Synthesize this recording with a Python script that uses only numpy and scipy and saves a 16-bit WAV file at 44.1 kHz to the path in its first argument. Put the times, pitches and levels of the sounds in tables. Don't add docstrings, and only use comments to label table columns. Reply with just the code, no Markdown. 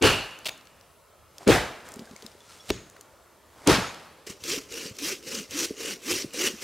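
import sys
import numpy as np
from scipy import signal
from scipy.io import wavfile
from scipy.ndimage import uniform_filter1d

SR = 44100
rng = np.random.default_rng(int(sys.argv[2]) if len(sys.argv) > 2 else 0)


def convert_level_to_amplitude(level_db):
    exponent = np.asarray(level_db, float) / 20
    return 10 ** exponent


def int16_out(signal):
    q = np.round(np.clip(np.atleast_2d(signal).T, -1, 1) * 32767)
    wavfile.write(sys.argv[1], SR, q.astype(np.int16))


N = 292383


def evened(x):
    return x / np.sqrt(np.mean(x ** 2) + 1e-20)


def read(points, hz):
    f, value = np.transpose(points)
    return np.interp(np.log(hz + 1), np.log(f + 1), value)


def add(mix, start_s, sound):
    part = mix[..., round(start_s * SR):][..., :sound.shape[-1]]
    part += sound[..., :part.shape[-1]]


def left_right(pan_db):
    return convert_level_to_amplitude(np.array([[pan_db], [-pan_db]]) / 2)


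def resonate(x, hz, width_hz):
    r = np.exp(-np.pi * width_hz / SR)
    pole = r * np.exp(2j * np.pi * hz / SR)
    return 2 * signal.lfilter([1 - r], [1, -pole], x).real


def resonate_twice(x, hz, width_hz):
    return resonate(resonate(x, hz, width_hz), hz, width_hz)


def body(x, modes):
    total = 0
    for k, (hz, width_hz, level_db) in enumerate(modes):
        total = total + (-1) ** k * convert_level_to_amplitude(level_db) * resonate_twice(x, hz, 1.6 * width_hz)
    return total


def noise(length, gain, same, patchy_db=1.5, size=512):
    hop, hz = size // 4, np.fft.rfftfreq(size, 1 / SR)
    frames = length // hop + 5
    a, b, c, d, patches = rng.standard_normal((frames, len(hz), 5)).T
    patches = uniform_filter1d(patches, size=6, axis=0)
    patches = evened(uniform_filter1d(patches, size=10, axis=1))
    like = np.clip(read(same, hz), -1, 1)[:, None]
    left, other = a + 1j * b, c + 1j * d
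    spectra = np.array([left, like * left + np.sqrt(1 - like ** 2) * other])
    spectra *= gain(hz[:, None], np.arange(frames) * hop / SR) * convert_level_to_amplitude(patchy_db * patches)
    return signal.istft(spectra, nperseg=size, noverlap=size - hop)[1][:, :length]


def crackle(size, per_s, spread_db):
    heights = convert_level_to_amplitude(spread_db * np.minimum(rng.exponential(1, size), 4))
    return rng.standard_normal(size) * heights * (rng.random(size) < per_s / SR)


# pitch_hz [Hz], level_db [dB per Hz]
WIND_COLOUR = [(15, -61), (25, -23), (68, -2), (120, -7.5), (280, -12), (430, -6), (640, -5), (750, -12.5),
               (1000, -9), (1340, -8), (1600, -16.5), (4250, -21.5), (11600, -23.5), (16000, -30)]
# pitch_hz [Hz], coherence [0-1]
WIND_SAME = [(60, .9), (290, .65), (700, .85), (1500, .9), (2000, .995), (4900, .995), (5500, .45),
             (11000, .5), (15000, .9)]


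def air():
    hush = noise(N, lambda f, u: convert_level_to_amplitude(read(WIND_COLOUR, f)) + 0 * u, WIND_SAME, patchy_db=2.3, size=2048)
    return convert_level_to_amplitude(-57.5) * evened(hush)


# pitch_hz [Hz], t60_s [s]
NEAR_TREES = [(60, .45), (250, 0.26), (700, 0.49), (2000, 0.46), (6000, 0.4), (15000, 0.31)]
# pitch_hz [Hz], coherence [0-1]
ECHO_SAME = [(60, .98), (640, .9), (1500, .94), (2200, .97), (4700, .985), (5500, .7), (11000, .6),
             (15000, .8)]


def forest(x):
    tail = noise(SR // 2, lambda f, u: convert_level_to_amplitude(-60 * u / read(NEAR_TREES, f)), ECHO_SAME, patchy_db=3.5)
    tail[:, :400] = 0
    return signal.fftconvolve(x, tail / np.linalg.norm(tail[0]), axes=1)[:, :N]


# peak_s [s], high_db [dB], low_db [dB],
# rise_s [s per 20 dB], fall_s [s per 20 dB]
RUSTLES = [(.5, -51, -46, .01, .1), (.8, -61, -60, .4, .25), (1.43, -46, -47, .11, .1),
           (1.86, -47, -45, .03, .3), (2.25, -49, -54, .5, .2), (2.514, -45, -55, .15, .3),
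           (2.688, -43, -65, .06, .01), (2.95, -59, -56, .16, .9), (3.672, -45, -44.5, .18, .01)]


def rustle():
    t = np.arange(N) / SR
    swells = []
    for peak_s, _, _, rise_s, fall_s in RUSTLES:
        swells.append(convert_level_to_amplitude(-20 * np.maximum((peak_s - t) / rise_s, (t - peak_s) / fall_s)))
    high_gain, low_gain = convert_level_to_amplitude(np.transpose(RUSTLES)[1:3]) @ np.array(swells)
    grains = crackle(N, 7000, 1.6)
    high = evened(body(grains, [(2600, 5000, 1.5), (8000, 4900, 2)]))
    low = evened(body(grains[::-1], [(463, 550, 1), (1186, 1000, -4.5), (2100, 800, -6)]))
    return high * high_gain * convert_level_to_amplitude(-6.5) + low * low_gain * convert_level_to_amplitude(-3.5)


# start_s [s], level_db [dB peak], pitch_hz [Hz], pan_db [dB left-right]
SNAPS = [(0.2094, -29, 4660, 9), (0.2594, -35, 4670, -1.5), (0.31, -39, 4610, 0.0), (0.3885, -37, 7200, 11),
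         (0.4468, -30, 3920, 4), (0.475, -17, 4100, 0.5), (0.5766, -39, 6680, 1.0), (0.611, -41, 3670, -6),
         (0.6542, -43, 7850, 8), (0.6714, -39, 3720, 8), (0.811, -43, 4620, 7), (1.3823, -29, 5170, -2),
         (1.7594, -42, 3880, 1.0), (1.8044, -41, 3520, 1.5), (1.888, -33, 8440, 13),
         (1.9194, -30, 7200, 0.5), (1.9393, -27.5, 6900, 5), (1.959, -34, 7600, -1),
         (1.9929, -29, 3850, -0.5), (2.055, -37, 4750, 2), (2.1119, -41, 4500, 0.),
         (2.163, -34.5, 5960, 14), (2.223, -32, 4400, 4), (2.2638, -27.5, 4670, 8), (2.3166, -43, 4190, 6),
         (2.405, -39, 4270, 4), (2.6569, -42, 5630, -7), (2.866, -48, 6500, 0.), (2.8988, -34, 6750, 0.0),
         (2.911, -45, 7500, 0.), (3.0104, -28.5, 7200, 2), (3.9449, -33, 3540, 3)]
# start_s [s], level_db [dB peak], pitch_hz [Hz], pan_db [dB left-right]
CATCHES = [(4.2674, -32, 7550, 0.0), (4.3006, -36, 6150, 1), (4.4386, -20, 4620, -1),
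           (4.968, -33, 7000, 0.), (4.9861, -25, 5500, 1), (5.228, -36, 5000, 0.), (5.35, -19, 5000, 0.),
           (5.5093, -25, 6820, .4), (6.336, -25, 7010, .4)]


def snap(level_db, pitch_hz, pan_db):
    t = np.arange(500) / SR
    burst = rng.standard_normal(500) * np.exp(-t / 0.0017)
    burst = resonate_twice(burst, .9 * pitch_hz, .85 * pitch_hz)  + 0 * t
    burst = burst + .2 * resonate(burst, 1800, 1600)
    burst = resonate(np.diff(burst, prepend=0), 0, 14000)
    return convert_level_to_amplitude(level_db - 2.5) * burst / abs(burst).max() * left_right(pan_db)


# start_s
# [s], level_db [dB peak], pitch_hz [Hz], t60_s [s]
KNOCKS = [(1.962, -33, 242, 0.06), (1.992, -30.5, 236, 0.026), (2.006, -38, 254, 0.048),
          (2.018, -36, 226, 0.05), (2.109, -40, 244, 0.076), (2.131, -41, 213, 0.052),
          (2.227, -40, 420, 0.026), (2.243, -40, 222, 0.063), (2.348, -45, 403, 0.026),
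          (2.989, -49, 420, 0.067), (4.268, -36, 424, 0.044), (4.298, -35, 209, 0.023),
          (4.574, -30, 275, .05), (4.854, -36, 200, 0.04), (4.909, -35, 119, 0.049),
          (5.802, -33, 450, 0.062), (6.159, -30, 358, 0.046), (6.204, -33.5, 415, 0.032),
          (6.34, -33.5, 473, 0.039), (6.498, -33.5, 350, 0.043), (6.535, -34.5, 220, 0.055),
          (0.0195, -15, 312, .02), (1.4707, -9.5, 300, 0.017), (2.7035, -14.5, 388, 0.019),
         (3.668, -18, 330, 0.02), (5.7039, -24, 430, 0.033), (5.705, -27, 270, .03),
         (6.2425, -26, 330, 0.02), (5.846, -30, 428, 0.032), (6.245, -29, 200, 0.035),
         (6.252, -35, 150, .04), (4.42, -44, 95, .12), (4.71, -47, 65, .2), (5.49, -46, 90, .08)]


def knock(level_db, pitch_hz, t60_s):
    t = np.arange(4000) / SR
    modes = np.sin(2 * np.pi * pitch_hz * t)
    modes += 0.5 * np.sin(2 * np.pi * 1.574 * pitch_hz * t) * convert_level_to_amplitude(-20 * t / t60_s)
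    modes += 0.25 * evened(body(rng.standard_normal(4000), [(1.4 * pitch_hz, 300, 0)]))
    soft_push = np.sin(np.pi / 2 * np.minimum(t / 0.003, 1)) ** 2
    modes *= convert_level_to_amplitude(-60 * t / max(t60_s, .01)) * soft_push
    modes = signal.sosfilt(signal.butter(4, 530., fs=SR, output="sos"), modes)
    return convert_level_to_amplitude(level_db) * modes / abs(modes).max()


# start_s [s], end_s [s], level_db [dB], slips_per_s [1/s], pitch_hz [Hz]
SQUEAKS = [(0.454, .4755, -28.5, 780, 2460), (0.483, 0.496, -30, 1200, 2100),
           (2.689, 2.701, -37, 800, 2500), (2.962, 2.971, -50, 350, 1100), (1.991, 2.003, -52, 410, 3600)]


def squeak(start_s, end_s, level_db, slips_per_s, pitch_hz):
    size = round((end_s - start_s) * SR)
    wander = 1 + .8 * uniform_filter1d(rng.standard_normal(size), size=60)
    turns = np.cumsum(slips_per_s * wander) / SR
    slips = rng.standard_normal(size) * (0.095 + np.exp(-(turns % 1) / 0.18))
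    scrape = resonate_twice(slips, pitch_hz, 1.05 * pitch_hz) + 0.005 * slips
    scrape = evened(np.diff(scrape, prepend=0))
    scrape = scrape + .32 * evened(resonate_twice(slips, 700, 800))
    return convert_level_to_amplitude(level_db) * evened(scrape) * signal.windows.tukey(size, .3)


# start_s [s], pitch_hz [Hz], level_db [dB], t60_s [s]
RINGS = [(.51, 6660, -46, 0.12), (1.407, 700, -36.5, 0.032), (2.072, 1600, -43, .04),
         (2.162, 2200, -36, 0.018), (2.404, 3450, -50.5, 0.098), (2.598, 3390, -46, 0.097),
         (2.604, 5550, -47, 0.12), (2.715, 6660, -41, 0.22), (2.775, 6660, -51, .5), (2.76, 4250, -55, .3),
         (2.715, 3390, -46, .15), (3.82, 6660, -45, .3), (3.865, 6660, -40, 0.22),
         (3.842, 1320, -25, 0.047)]
# start_s [s], pitch_hz [Hz], level_db [dB], t60_s [s]
SPLITS = [(.0255, 480, -11, .03), (.026, 2700, -14, .02), (.0365, 420, -7, .04), (.043, 380, -8, .04),
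          (.049, 400, -4, .06), (.063, 480, -13, .03), (.0645, 2500, -14, .02), (.082, 2850, -15, .03),
          (1.4775, 480, -5, .025), (1.487, 380, -6, .03), (1.494, 420, -7, .04), (1.5, 430, -7, .04),
          (1.51, 350, -11, .03), (1.528, 1600, -13, .02), (1.542, 420, -12, .03), (1.551, 600, -13, .03),
          (3.6765, 330, -4, .02), (3.6765, 850, -11, .02), (3.684, 400, -3, .02), (3.687, 900, -12, .025),
          (3.696, 330, -4, .03), (3.708, 420, -14, .05), (3.712, 1300, -12, .025), (3.724, 300, -14, .04),
          (3.748, 1100, -17, .02), (3.782, 200, -18, .06)]


def ring(pitch_hz, level_db, t60_s):
    t = np.arange(SR // 3) / SR
    return convert_level_to_amplitude(level_db - 60 * t / t60_s) * np.sin(2 * np.pi * pitch_hz * t) * (1 - np.exp(-t / 0.001))


# start_s [s], teeth_per_s [1/s], level_db [dB]
HUMS = [
    [(4.475, 320, -44), (4.5, 350, -40), (4.54, 450, -39), (4.585, 390, -44)],
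    [(4.72, 450, -46), (4.745, 470, -44), (4.775, 500, -50)],
    [(5.01, 245, -46), (5.05, 320, -36), (5.072, 345, -50), (5.115, 400, -41), (5.14, 360, -42)],
    [(5.33, 270, -48), (5.37, 225, -44), (5.41, 185, -44)],
    [(5.54, 260, -42), (5.565, 290, -36), (5.6, 360, -38), (5.63, 320, -37), (5.665, 350, -42)],
    [(5.86, 320, -48), (5.9, 230, -47), (5.95, 160, -52)],
    [(6.065, 255, -44), (6.082, 280, -35), (6.105, 350, -29), (6.14, 375, -31)],
    [(6.38, 290, -44), (6.41, 340, -39), (6.445, 375, -38), (6.475, 410, -46)],
]


def teeth(run):
    s, teeth_per_s, level_db = np.transpose(run)
    t = np.arange(s[0] - .01, s[-1] + .01, 1 / SR)
    wander = 1 + 0.6 * uniform_filter1d(rng.standard_normal(len(t)), size=200)
    turns = np.cumsum(np.interp(t, s, teeth_per_s) * wander) / SR
    grain = convert_level_to_amplitude(2.6 * evened(resonate(rng.standard_normal(len(t)), 0, 47)))
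    hum = np.sqrt(2) * np.cos(2 * np.pi * turns) * grain
    return t[0], hum * convert_level_to_amplitude(np.interp(t, s, level_db)) * signal.windows.tukey(len(t), .3)


# start_s [s], level_db [dB]
PUSHES = [
    [(4.4, -59), (4.406, -53), (4.434, -50), (4.438, -39), (4.522, -29), (4.586, -36), (4.598, -45),
     (4.68, -57)],
    [(4.95, -52), (4.984, -48), (4.988, -38), (5.008, -41), (5.032, -33), (5.092, -29), (5.126, -33),
     (5.16, -47), (5.22, -55)],
    [(5.48, -55), (5.506, -48), (5.511, -38), (5.53, -41), (5.588, -30), (5.654, -28), (5.66, -37),
     (5.7, -46), (5.745, -53)],
    [(6.01, -54), (6.044, -42), (6.084, -31), (6.112, -26), (6.138, -31), (6.188, -31), (6.286, -53),
     (6.31, -54)],
    [(6.32, -54), (6.342, -40), (6.42, -26), (6.426, -29), (6.476, -25), (6.496, -37), (6.558, -48),
     (6.57, -47)],
    [(6.575, -47), (6.597, -48), (6.63, -33)],
]
# start_s [s], level_db [dB]
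PULLS = [
    [(4.263, -51), (4.271, -39), (4.289, -44), (4.303, -38), (4.343, -54), (4.39, -62)],
    [(4.685, -55), (4.727, -39), (4.765, -41), (4.779, -34), (4.787, -39), (4.855, -39), (4.859, -36),
     (4.933, -56), (4.945, -57)],
    [(5.225, -51), (5.259, -47), (5.279, -36), (5.299, -40), (5.327, -34), (5.339, -38), (5.347, -33),
     (5.409, -39), (5.475, -56)],
    [(5.75, -55), (5.812, -34), (5.822, -39), (5.872, -33), (5.94, -38), (5.946, -44), (5.992, -55),
     (6.005, -54)],
]
# pitch_hz [Hz], level_db [dB per Hz]
RASP_COLOUR = [(110, -16), (290, -8), (540, -10), (680, -20), (933, -17), (1090, -10), (1300, -10.5),
               (2810, -2), (3490, -7.5), (5710, -2), (11600, -17), (13100, -17), (16000, -24)]
# pitch_hz [Hz], coherence [0-1]
RASP_SAME = [(700, .97), (2000, .999), (4800, .999), (6000, .985), (12000, .99)]
# pitch_hz [Hz], width_hz [Hz], level_db [dB]
BLADE_PUSH = [(2060, 130, -12), (2900, 160, -3), (5880, 200, -10), (7600, 230, -16), (12800, 550, -5)]
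# pitch_hz [Hz], width_hz [Hz], level_db [dB]
BLADE_PULL = [(2880, 130, -6), (4150, 160, -27), (5900, 200, -22), (10150, 400, -8)]
# pitch_hz [Hz], width_hz [Hz], level_db [dB]
BRANCH = [(130, 44, -16), (260, 116, 0.5), (433, 130, 2), (567, 66, -6)]


def saw():
    stroke_s = .535
    push_judder_db, pull_judder_db = -6, -1.5
    judder_follows, pivot_db = .75, -32
    t = np.arange(4.263, N / SR, 1 / SR)
    size = len(t)
    points = sorted(point for stroke in PUSHES + PULLS for point in stroke)
    effort_db = np.interp(t, *np.transpose(points))
    push = np.clip(.5 + 2 * np.cos(2 * np.pi * (t - 4.53) / stroke_s), 0, 1)

    shake_db = pivot_db + judder_follows * (effort_db - pivot_db)
    shake_db = shake_db + pull_judder_db + (push_judder_db - pull_judder_db) * push
    middle, aside = (evened(body(crackle(size, 1500, 2.2), BRANCH)) for _ in range(2))
    judder = (middle + 0.22 * aside * [[1], [-1]]) * convert_level_to_amplitude(shake_db - 5.8)

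    hiss = evened(noise(size, lambda f, u: convert_level_to_amplitude(read(RASP_COLOUR, f)) + 0 * u, RASP_SAME, patchy_db=2.0))
    bites = evened(resonate(rng.standard_normal(size), 353, 170))
    snags = evened(resonate(rng.standard_normal(size), 0, 78))
    grit = evened(abs(resonate(crackle(size, 600, 3.), 0, 400)))
    puffs = hiss * convert_level_to_amplitude(1.9 * bites + 1.1 * snags) * (1 + .16 * grit)
    blade = push * body(puffs, BLADE_PUSH) + (1 - push) * body(puffs, BLADE_PULL)
    rasp = evened(puffs + 1.5 * blade) * convert_level_to_amplitude(effort_db + .6)
    return t[0], (judder + rasp) * np.minimum((t - t[0]) / .005, 1)


# start_s [s], crack_db [dB], crack_hz [Hz], boom_db [dB], echo_db [dB], tear_s [s]
CHOPS = [
    (0.0244, -15, 6000, -17, -18, 0.04),
    (1.477, -16, 6300, -14, -19, 0.032),
    (2.703, -13.5, 2140, -21, -41.5, 0.0092),
    (3.6739, -11.5, 7000, -24, -19, 0.045),
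]
# pitch_hz [Hz], level_db [dB per Hz]
CHOP_COLOURS = [
    [(24, -33), (40, -10), (112, 3.5), (151, -1.5), (503, -8.5), (630, -8.5), (990, -9), (1630, -7),
     (2100, -13), (2330, -8), (2600, -5), (2850, -1), (3150, -11), (3900, -13), (4460, -10), (5050, -17),
     (10400, -23.5), (16000, -37)],
    [(24, -44.5), (40, -16), (77, -3), (243, -2), (455, -7), (663, -6.5), (1090, -10.5), (1630, -9),
     (7930, -24), (13100, -32), (16000, -42)],
    [(24, -33), (40, -1), (276, -1), (852, -25), (1440, -17.5), (3560, -18), (5870, -21), (6820, -20.5),
     (16000, -45)],
    [(24, -51), (40, -15.5), (199, -1.5), (262, -9), (556, -13), (663, -13.5), (831, -12), (1240, -14),
     (4930, -19.5), (12500, -33.5), (16000, -52)],
]
# pitch_hz [Hz], width_hz [Hz], level_db [dB]
LOG = [
    [(78.5, 62, -11), (300, 106, -2), (400, 110, 4), (566, 20, -17)],
    [(75, 26, -10.5), (194, 65, -5.5), (270, 70, -2.5), (420, 103, -0.5), (660, 43, -4)],
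    [(80, 79, 5), (200, 120, -2), (420, 180, 0)],
    [(70, 37, -12), (177, 43, -4), (291, 30, 4), (439, 80, -0.5), (670, 110, -10)],
]
ECHO_HOLDS = [.06, .07, .03, .055]
# pitch_hz [Hz], t60_s [s]
FAR_TREES = [(60, 0.4), (500, 1.83), (2000, 1.55), (6000, 1.24), (15000, 1.6)]
LOG_PAN_DB = 1.7


def chop(row, colour, log, hold_s):
    start_s, crack_db, crack_hz, boom_db, echo_db, tear_s = row
    lead_s = .016
    t = np.arange(SR) / SR
    late = np.maximum(t - lead_s, 0)
    struck = t >= lead_s
    crack = evened(body(rng.standard_normal(SR), [(crack_hz, .6 * crack_hz, 0), (2300, 1800, 3.5)]))
    crack = convert_level_to_amplitude(crack_db) * crack * np.exp(-(late / 0.002) ** 0.89) * struck

    swell = 1 - .75 * np.exp(-late / .014)
    tearing = np.exp(-(late / tear_s) ** 2.6) * swell + 0.16 * np.exp(-late / (1.76 * tear_s))
    tearing = np.where(struck, tearing, 0.14 * np.minimum(t / 0.0017, 1))
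    middle, aside = (evened(body(crackle(SR, 2500, 2.9), log)) for _ in range(2))
    boom = (middle + 0.4 * aside * [[1], [-1]]) * tearing * convert_level_to_amplitude(boom_db) * left_right(LOG_PAN_DB)

    def returned(f, u):
        near = convert_level_to_amplitude(-60 * np.maximum(u - hold_s, 0) / read(NEAR_TREES, f))
        far = convert_level_to_amplitude(-17.5 - 60 * u / read(FAR_TREES, f))
        return convert_level_to_amplitude(read(colour, f)) * (near + far)

    echo = noise(SR, returned, ECHO_SAME, patchy_db=0.96)
    echo /= np.sqrt(np.mean(echo[:, 1500:5000] ** 2))
    lumps = evened(resonate(rng.standard_normal(SR), 0, 250))
    lumps = convert_level_to_amplitude(2.0 * np.exp(-late / 0.09) * lumps)
    build = (1 - 0.82 * np.exp(-late / 0.014)) * struck
    ahead = resonate(echo, 0, 4500) * 0.34 * (t / lead_s) ** 2 * ~struck
    return start_s - lead_s, crack + boom + convert_level_to_amplitude(echo_db) * (echo * build * lumps + ahead)


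def scene():
    small, large = np.zeros((2, N)), np.zeros((2, N))
    add(small, 0, rustle())
    for table, source in ((SNAPS + CATCHES, snap), (KNOCKS, knock), (RINGS, ring)):
        for start_s, *rest in table:
            add(small, start_s, source(*rest))
    for start_s, *rest in SPLITS:
        add(small, start_s, ring(*rest) * left_right(LOG_PAN_DB))
    for row in SQUEAKS:
        add(small, row[0], squeak(*row))
    for run in HUMS:
        add(small, *teeth(run))
    add(large, *saw())
    for blow in zip(CHOPS, CHOP_COLOURS, LOG, ECHO_HOLDS):
        add(large, *chop(*blow))
    return large + small + convert_level_to_amplitude(-15) * forest(small) + air()


# start_s [s], end_s [s], level_db [dB]
DROPOUT = (6.1329, 6.1375, -14)


def low_pass(x):
    return signal.sosfilt(signal.butter(12, 16510, fs=SR, output="sos"), x)


def record(dry):
    start_s, end_s, level_db = DROPOUT
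    corners_s = [start_s - .0002, start_s, end_s - .003, end_s]
    gain = np.interp(np.arange(N) / SR, corners_s, [1, convert_level_to_amplitude(level_db), convert_level_to_amplitude(level_db), 1])
    bass_cut = signal.butter(2, 40., "high", fs=SR, output="sos")
    mix = signal.sosfilt(bass_cut, dry * gain)
    mix = signal.oaconvolve(mix, signal.firwin(255, 15850, fs=SR)[None], "same")
    return low_pass(mix)


dry = scene()
out = record(dry)
int16_out(out)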